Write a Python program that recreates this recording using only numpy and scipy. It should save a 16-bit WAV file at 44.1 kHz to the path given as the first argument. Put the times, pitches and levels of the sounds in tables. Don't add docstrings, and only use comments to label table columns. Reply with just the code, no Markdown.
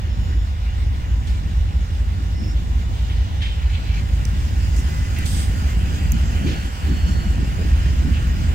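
import sys
import numpy as np
from scipy import signal
from scipy.fft import rfft, irfft, next_fast_len
from scipy.io import wavfile
from scipy.ndimage import uniform_filter1d, map_coordinates

SR = 44100
rng = np.random.default_rng(int(sys.argv[2]) if len(sys.argv) > 2 else 0)


def master_out(mix):
    frames = np.transpose(np.atleast_2d(mix))
    ceiling = np.clip(frames, -1, 1)
    pcm = np.round(ceiling * 32767).astype(np.int16)
    wavfile.write(sys.argv[1], SR, pcm)


N = 376878

# time in seconds, working cycles per second.
SLOWING_SPEED = [(0, 3.177), (4.2, 3.172), (4.8, 3.14), (5.3, 3.06), (5.7, 2.95), (6.05, 2.8), (6.5, 2.64),
                 (7, 2.595), (8.55, 2.58)]
# multiple of its cycle rate, relative level in dB.
SLOWING_TONES = [(15, -41), (16, -27.5), (18, -32), (20, -37.5), (21, -38), (24, -41), (25, -37),
                 (26, -34.5), (28, -47), (30, -30.5), (32, -39), (34, -32.5), (48, -37)]
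IDLE_TONES = [(9, -57), (12, -46), (15, -26), (16, -36), (17, -38), (18, -33), (20, -36), (21, -39),
              (23, -44), (25, -42), (27, -42), (28, -44), (31, -50), (33, -47), (48, -50)]
CREEP_TONES = [(10, -51), (13, -36), (16, -28.5), (17, -43), (19, -44)]
PARKED_TONES = [(10, -44), (13, -44), (15, -33.5), (16, -41), (18, -44), (21, -35.5), (23, -42), (25, -37),
                (32, -48), (33, -49)]
IDLE_HZ, CREEP_HZ, PARKED_HZ = 3.667, 4.431, 3.33
# frequency in Hz, gain in dB.
SILENCER = [(41, 0), (46.5, -7), (50.5, 0), (88, -1), (95, -4), (102, -7), (108, -9), (125, -13),
            (152, -10)]
# time in seconds, level in dB.
EXHAUST_LEVEL = [(0, -18.5), (2.6, -19.5), (3.3, -19.5), (4.2, -18.5), (5.3, -17.5), (6.4, -17.5),
                 (7.4, -18), (8.05, -16), (8.55, -17.5)]
HISS_LEVEL = [(0, -53.5), (3, -50), (3.65, -50.5), (4.5, -44), (5.2, -42.5), (6.5, -43.5), (7.4, -45),
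              (8.55, -44)]
BRAKE_LEVEL = [(3.5, -100), (3.62, -45), (3.76, -41), (3.9, -39.5), (3.97, -37), (3.995, -42), (4.12, -100)]
# middle and width in seconds, depth in dB for exhaust and for roar.
DIPS = [(.6, 0.12, 3, 5.5), (3.6, 0.2, 0.5, 5), (6.72, 0.077, 9.5, 11.5), (7.5, 0.076, 1.5, 2.5)]
# time in seconds, nearness from 0 (far) to 1 (near).
APPROACH = [(0, 0.07), (2.7, 0), (4.2, 0.42), (5, 0.72), (6.4, 1), (7.4, 0.87), (8.55, 0.82)]
GEAR_GAIN_DB = 6.5
# frequency in Hz, relative level in dB.
RUMBLE_COLOUR = [(15, -4), (25, -6.5), (32, 0), (42, -6), (55, -4), (72, -3), (100, -11), (130, -13),
                 (200, -32), (400, -62)]
ROAR_COLOUR = [(60, -36), (105, -0.5), (155, 1), (240, -4.5), (330, -11.5), (450, -23), (700, -22.5),
               (1500, -74)]
FAN_COLOUR = [(200, -3), (400, -5.5), (520, -2.5), (620, -7), (800, -2.5), (1000, -4), (1250, -8),
              (2000, -13), (5000, -69)]
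FAR_GEAR_COLOUR = [(650, -30), (1100, 1), (1190, -2), (1360, 2.5), (1680, -2), (1830, 1), (2320, -2),
                   (2680, -2.5), (2880, 2), (3170, -4), (3450, -1), (4130, -6), (4600, -10), (5980, -12),
                   (10100, -120)]
NEAR_GEAR_COLOUR = [(650, -33), (1100, -2), (1270, 2), (1450, 5.5), (1680, 3), (1820, 2), (2180, -1.5),
                    (2950, 2), (3190, -1), (3780, -10.5), (4150, -7), (4360, -10.5), (4600, -29),
                    (5980, -52), (10100, -120)]
HISS_COLOUR = [(3000, -7.5), (4200, -3.5), (4900, 4), (5800, -2.5), (6600, 2), (7300, -1.5), (8300, -4),
               (9300, -10), (11000, -12.5), (13500, -11), (15600, -12)]
DRYER_COLOUR = [(1500, -28), (2700, -7), (3350, 1), (4200, -5), (4850, -1), (5800, -5), (7400, -5),
                (8000, 2.5), (8600, 2.5), (9200, -8), (12000, -11.5), (14500, -15), (15800, -21)]
BRAKE_COLOUR = [(700, -45), (1400, -13), (1900, -12), (2200, 0), (2370, 4), (2450, -12), (2530, 6),
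                (2750, -6), (2990, 2), (3200, -2), (3520, -6), (3750, -13), (3990, -2.5), (4600, -10),
                (9000, -35)]
# start, length, fade-in and time to fade 60 dB in seconds, level in dB.
WHINE_SURGES = [(.06, .28, .07, 1.2, -60), (1.1, .8, .3, 1.2, -66), (2.3, .22, .12, .13, -49.5),
                (4.2, .8, .4, 2.5, -60), (5.85, .24, .12, .35, -54), (6.3, .31, .16, .7, -52),
                (6.8, .45, .14, .7, -55), (6.955, .055, .045, .6, -50), (7.125, .055, .04, .5, -56)]
# peak time and width in seconds, level in dB.
WHISTLE_SWELLS = [(.05, .08, -64), (.33, .12, -59), (1.25, .22, -64), (1.75, .1, -67), (2.2, .15, -68),
                  (2.78, .2, -65)]
# pitch in Hz, level in dB with the creeping unit far, dB added when it is near.
BLOWERS = [(680, -66, 2), (777.5, -64.5, 7), (1000, -68, 2), (1338, -67, 5), (1414, -67, 2), (3500, -64, 0)]
# start in seconds, level in dB, seconds to fade 60 dB, pitch in Hz,
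# sharpness of that pitch (Q), share of rattle from 0 to 1.
CLANKS = [(2.562, -42.5, .35, 2900, .6, .35), (3.095, -37.5, .25, 2200, 2, .35),
          (3.404, -37, .3, 2100, 1.5, .6), (3.417, -29, .33, 2500, 1.1, .65),
          (3.452, -35.5, .55, 2650, 1.5, .7), (3.512, -38, .12, 3090, 6, .3)]
# pitch in Hz, relative level in dB.
STEEL_NOTES = [(1820, 0), (1949, -5), (2170, -1.5), (2680, -5), (3090, 11), (3370, 6), (3494, 16),
               (3725, 8), (3930, 2), (4393, 1)]
# start and length in seconds, level in dB, pitch in Hz, sharpness (Q),
# seconds to fade 60 dB.
SPITS = [(1.267, 0.018, -41.5, 3080, 0.91, 0.5), (2.929, 0.74, -47, 3200, 2.2, 0.58),
         (4.758, 0.039, -41, 6460, 1.7, .1), (5.158, 0.08, -37, 2200, 1.5, .15),
         (5.256, 0.01, -35, 3750, 0.98, 0.068), (6.464, 0.063, -36, 2760, 1.26, 0.59),
         (8.132, 0.045, -39, 2750, 2.3, 0.26)]
# start, length, fade-in and time to fade 60 dB in seconds, pitch in Hz,
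# level in dB.
FLANGE_NOTES = [(.95, .45, .12, .4, 1007, -57), (4.65, .42, .14, .5, 2022, -49.5),
                (5.15, .11, .04, .3, 2022, -48.5), (5.32, .09, .03, .3, 2130, -53),
                (5.87, .15, .04, .4, 3332, -52), (6.08, .32, .08, .4, 3025, -50.5),
                (6.23, .05, .02, .15, 7560, -54), (6.85, .45, .15, .8, 2912, -53),
                (6.95, .85, .3, .8, 1825, -53.5)]
# peak time and width in seconds, level in dB, pitch in Hz as it builds and as it dies.
GUSTS = [(0.081, 0.014, -46, 276, 276), (0.198, 0.026, -30, 147, 159), (.35, 0.054, -41, 258, 258),
         (2.21, 0.016, -36.5, 220, 240), (2.43, 0.042, -32, 207, 209), (4.53, 0.021, -31, 160, 160),
         (4.78, 0.034, -37.5, 230, 228), (6.145, 0.017, -21, 150, 158), (6.255, .03, -26.5, 149, 135),
         (6.45, .03, -23, 149, 240), (6.5, 0.032, -29, 287, 285), (6.66, 0.021, -32, 203, 195),
         (6.915, .036, -24.5, 217, 190), (7.12, 0.056, -26.5, 170, 158), (7.275, 0.015, -25, 165, 152),
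         (7.4, 0.025, -26.5, 165, 231), (7.615, 0.018, -32, 378, 330), (7.655, 0.023, -28, 230, 190),
         (7.91, 0.02, -37.5, 260, 260), (8.08, 0.04, -23, 182, 175), (8.42, .04, -33, 170, 170)]
# start in seconds, level in dB, seconds to fade 60 dB, pitch and width of
# the ring in Hz, level of the bright edge in dB relative to the ring.
TICKS = [(4.2528, -21.5, .008, 6400, 2600, -13), (5.188, -26.5, .009, 11000, 6000, -8),
         (6.1203, -18.5, .007, 6600, 1100, -.5)]
# frequency in Hz, likeness (1 or more is identical).
STEREO_LIKENESS = [(50, -0.1), (110, 1.15), (250, 3.5), (500, 0.47), (1000, 0.66), (2000, 0.83),
                   (4000, -0.16), (8000, 0.1), (14000, 0)]
# frequency in Hz, left minus right level in dB.
STEREO_BALANCE = [(60, -0.5), (110, -2.5), (200, 0), (380, -1), (700, -0.5), (1290, -0.5), (2380, -1.0),
                  (4400, -1.5), (8120, -4.5), (15000, -7)]
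# frequency in Hz, radians by which left leads (negative is late).
STEREO_PHASE = [(0, 0), (250, -.1), (700, -1.2), (1200, -3.1), (1900, -5.5), (2900, -7.2), (4100, -12.3),
                (4900, -13.5), (6400, -12.3), (7600, -13.6), (9300, -11.6), (16000, -12.5)]


def engines(rumble_db=-11.5, bass_cut_hz=47):
    slowing = exhaust(curves(SLOWING_SPEED)[0], SLOWING_TONES)
    slowing = filtered(slowing, lambda hz: amp(along(SILENCER, hz)))
    tones = slowing + exhaust(IDLE_HZ, IDLE_TONES) + exhaust(CREEP_HZ, CREEP_TONES)
    tones += exhaust(PARKED_HZ, PARKED_TONES)
    tones = unit(filtered(tones, lambda hz: 1 / np.sqrt(1 + (bass_cut_hz / (hz + 1)) ** 16)))
    rumble = amp(rumble_db) * rush(RUMBLE_COLOUR, patchy_db=-.5)
    return amp(curves(EXHAUST_LEVEL)[0]) * (tones + rumble)


def exhaust(cycle_hz, tones):
    angle = 2 * np.pi * np.cumsum(cycle_hz * (1 + .0015 * wobble(3))) / SR
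    return sum(amp(db) * np.sin(round(k) * angle + rng.uniform(0, 2 * np.pi)) for k, db in tones)


def roar(chuff=.23, thump_db=-4):
    noise = rush(ROAR_COLOUR, patchy_db=.8, likeness=[(100, .55), (400, .55)])
    chuffing = unit(firing_beat(chuff) * noise)
    return approaching(far_db=-35.5, gain_db=6.5, waver_db=.67) * unit(chuffing + amp(thump_db) * thumps())


def thumps(uneven_db=5, stack_hz=(75, 190)):
    fired = firing_count().astype(int)
    at = np.flatnonzero(np.diff(fired))
    strengths = amp(uneven_db * unit(rng.standard_normal(16)))
    pulses = np.zeros(N)
    pulses[at] = strengths[fired[at] % len(strengths)] * amp(2 * rng.standard_normal(len(at)))
    stack = signal.butter(3, stack_hz, "bandpass", fs=SR, output="sos")
    return unit(signal.sosfilt(stack, pulses))


def machinery(clatter=.059):
    near = nearness()
    fans = approaching(far_db=-45, gain_db=4, waver_db=.4) * rush(FAN_COLOUR, patchy_db=.7)
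    gear = np.sqrt(1 - near) * rush(FAR_GEAR_COLOUR, patchy_db=1.57)
    gear += np.sqrt(near) * rush(NEAR_GEAR_COLOUR, patchy_db=1.46)
    gear *= approaching(far_db=-44.5, gain_db=GEAR_GAIN_DB, waver_db=-.24)
    hiss = amp(curves(HISS_LEVEL)[0]) * rush(HISS_COLOUR, patchy_db=2)
    shimmer = amp(.6 * wobble(24))
    return fans + (gear + hiss) * shimmer * firing_beat(clatter)


def whines(gear_ratio=1691, steady_db=-72.5):
    near, t = nearness(), clock()
    whine = tone(gear_ratio * curves(SLOWING_SPEED)[0], blur=.0125, rate=520) * amp(2.5 * wobble(70))
    surges = sum(amp(db) * burst(t - s, length, t60, rise) for s, length, rise, t60, db in WHINE_SURGES)
    whistle = tone(6830, blur=.0015, rate=160) + amp(-11) * tone(13660, blur=.0008, rate=80)
    whistle *= amp(3.6 * wobble(30))
    swells = sum(amp(db) * bell(s, width) for s, width, db in WHISTLE_SWELLS)
    blowers = sum(amp(db + gain_db * near + 2.5 * wobble(6)) * tone(hz, blur=.005, rate=40)
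                  for hz, db, gain_db in BLOWERS)
    return (amp(steady_db) + surges) * whine + swells * whistle + blowers


def couplers(rattle_top_hz=8000):
    out, t, hz = blank_events()
    steel = [(note_hz, amp(db) * tone(note_hz, blur=.009, rate=220)) for note_hz, db in STEEL_NOTES]
    for s, db, t60, pitch_hz, q, share in CLANKS:
        at = round(s * SR)
        ring = unit(sum(band(note_hz, pitch_hz, q) * note[at:][:len(t)] for note_hz, note in steel))
        colour = band(hz, pitch_hz, q) / np.sqrt(1 + (hz / rattle_top_hz) ** 4)
        rattle = unit(irfft(rfft(stereo_noise(t)) * colour))
        knock = np.sqrt(1 - share) * ring + np.sqrt(share) * rattle
        add_at(out, s, amp(db) * knock * burst(t, 0, t60, rise=.004))
    return out[:, :N]


def brake_shoe(slip_db=2.5):
    slips = amp(slip_db * wobble(110))
    return amp(curves(BRAKE_LEVEL)[0]) * unit(slips * rush(BRAKE_COLOUR, patchy_db=2.5))


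def air_valves():
    out, t, hz = blank_events()
    for s, length, db, jet_hz, q, t60 in SPITS:
        jet = unit(irfft(rfft(stereo_noise(t)) * band(hz, jet_hz, q)))
        add_at(out, s, amp(db) * jet * burst(t, length, t60, rise=.0059))
    return out[:, :N]


def air_dryer(start_s=5.253, level_db=-33.8, sag_db_per_s=14):
    t = clock() - start_s
    gain = amp(level_db - sag_db_per_s * np.maximum(t, 0))
    return gain * burst(t, length=.18, t60=.33, rise=.004) * rush(DRYER_COLOUR, patchy_db=.8)


def flanges():
    out = np.zeros(N)
    for s, length, rise, t60, hz, db in FLANGE_NOTES:
        note = amp(db + 3.2 * wobble(42)) * tone(hz, blur=.0065, rate=220)
        out += note * burst(clock() - s, length, t60, rise)
    return out


def chirps(count=40, low_hz=1740, high_hz=3344, faintest_db=-57.5, spread_db=8):
    out, t = np.zeros(N + SR), np.arange(SR // 4) / SR
    for when, pitch, size, glide in rng.uniform(size=(count, 4)):
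        slide = 1 + .18 * (2 * glide - 1) * t
        hz = low_hz * (high_hz / low_hz) ** pitch * slide
        chirp = np.sqrt(2) * np.sin(2 * np.pi * np.cumsum(hz) / SR)
        chirp *= burst(t, length=.032, t60=.2, rise=.012)
        add_at(out, when * N / SR, amp(spread_db * size) * chirp)
    return amp(faintest_db + GEAR_GAIN_DB * nearness()) * out[:N]


def breeze(q=1.1, top_ratio=1.64):
    out, t, hz = blank_events()
    half = len(t) // 2
    colour = lambda pitch_hz: band(hz, pitch_hz, q) / np.sqrt(1 + (hz / (top_ratio * pitch_hz)) ** 10)
    for s, width, db, early_hz, late_hz in GUSTS:
        from_peak = (t - t[half]) / width
        shape = np.exp(-.5 * from_peak ** 2)
        late = .5 + .5 * np.tanh(from_peak)
        air = rfft(stereo_noise(t, shared=1.2))
        eddy = shape * ((1 - late) * irfft(air * colour(early_hz)) + late * irfft(air * colour(late_hz)))
        add_at(out, s, amp(db) * unit(eddy) * np.sqrt(np.mean(shape ** 2)))
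    return out[:, half:][:, :N]


def ticks(edge_hz=15000, edge_width_hz=2800, side_db=4.5):
    out, t = np.zeros((2, N + SR)), np.arange(SR // 20) / SR
    for s, db, t60, ring_hz, ring_width_hz, edge_db in TICKS:
        scrape = stereo_noise(t) * amp(-60 * t / t60)
        for hz, width, offset_db in [(ring_hz, ring_width_hz, 0), (edge_hz, edge_width_hz, edge_db)]:
            case = signal.iirpeak(hz, hz / width, SR)
            ring = signal.lfilter(*case, signal.lfilter(*case, scrape))
            add_at(out, s, amp(db + offset_db) * ring / np.abs(ring).max(axis=1, keepdims=True))
    return out[:, :N] * amp([[-side_db], [side_db]])


def firing_count():
    return np.cumsum(16 * curves(SLOWING_SPEED)[0]) / SR


def firing_beat(depth):
    return 1 + depth * np.cos(2 * np.pi * firing_count())


def nearness():
    return curves(APPROACH)[0]


def approaching(far_db, gain_db, waver_db):
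    return amp(far_db + gain_db * nearness() + waver_db * wobble(4.2))


def rush(colour, patchy_db, likeness=STEREO_LIKENESS):
    grid = signal.stft(rng.standard_normal((2, N)), nperseg=512)[2]
    patches = uniform_filter1d(rng.standard_normal(grid.shape[1:]), size=7, axis=0)
    patches = uniform_filter1d(patches, size=10, axis=1)
    pair = signal.istft(grid * amp(patchy_db * unit(patches)), nperseg=512)[1][:, :N]
    spread = lambda hz: np.arccos(np.clip(along(likeness, hz), -1, 1)) / 2
    mid, side = filtered(pair, lambda hz: amp(along(colour, hz)) * [np.cos(spread(hz)), np.sin(spread(hz))])
    return unit(np.array([mid + side, mid - side]))


def stereo_noise(t, shared=1):
    return rng.standard_normal((2, len(t))) + shared * rng.standard_normal(len(t))


def tone(hz, blur, rate):
    return np.sqrt(2) * np.sin(2 * np.pi * np.cumsum(hz * (1 + blur * wobble(rate))) / SR)


def wobble(rate):
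    knots = rng.standard_normal(int(N * rate / SR) + 4)
    coarse = np.arange(0, N + 32, 32)
    return np.interp(np.arange(N), coarse, map_coordinates(knots, [coarse * rate / SR], mode="nearest"))


def burst(t, length, t60, rise):
    return np.clip(t / rise, 0, 1) * amp(-60 * np.maximum(t - length, 0) / t60)


def bell(s, width):
    return np.exp(-.5 * ((clock() - s) / width) ** 2)


def band(hz, centre_hz, q):
    return 1 / (1 + (q * (hz / centre_hz - centre_hz / hz)) ** 2)


def filtered(x, response):
    size = next_fast_len(N + SR // 4, real=True)
    return irfft(rfft(x, size) * response(np.fft.rfftfreq(size, 1 / SR)), size)[..., :N]


def along(points, hz):
    row_hz, values = np.transpose(points)
    return np.interp(np.log(hz + 1), np.log(row_hz + 1), values)


def curves(rows):
    times, *columns = np.transpose(rows)
    return [np.interp(clock(), times, column) for column in columns]


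def blank_events():
    t = np.arange(SR // 2) / SR
    return np.zeros((2, N + SR)), t, np.fft.rfftfreq(len(t), 1 / SR) + 1


def add_at(track, s, sound):
    track[..., round(s * SR):][..., :sound.shape[-1]] += sound


def amp(db):
    return 10 ** (np.asarray(db) / 20)


def unit(x):
    return x / np.sqrt(np.mean(x ** 2) + 1e-20)


def clock():
    return np.arange(N) / SR


def scene():
    dips_db = sum(np.outer(depths, bell(s, width)) for s, width, *depths in DIPS)
    exhaust_gain, roar_gain = amp(-dips_db)
    yard = exhaust_gain * engines() + roar_gain * roar() + machinery() + whines()
    yard += flanges() + chirps() + couplers() + brake_shoe() + air_valves() + air_dryer()
    sides = np.array([[.5], [-.5]])
    balance = lambda hz: amp(sides * along(STEREO_BALANCE, hz))
    timing = lambda hz: np.exp(1j * sides * np.interp(hz, *np.transpose(STEREO_PHASE)))
    return filtered(yard, lambda hz: balance(hz) * timing(hz)) + breeze() + ticks()


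def record(dry):
    return filtered(dry, lambda hz: hz < 15830)


dry = scene()
out = record(dry)
master_out(out)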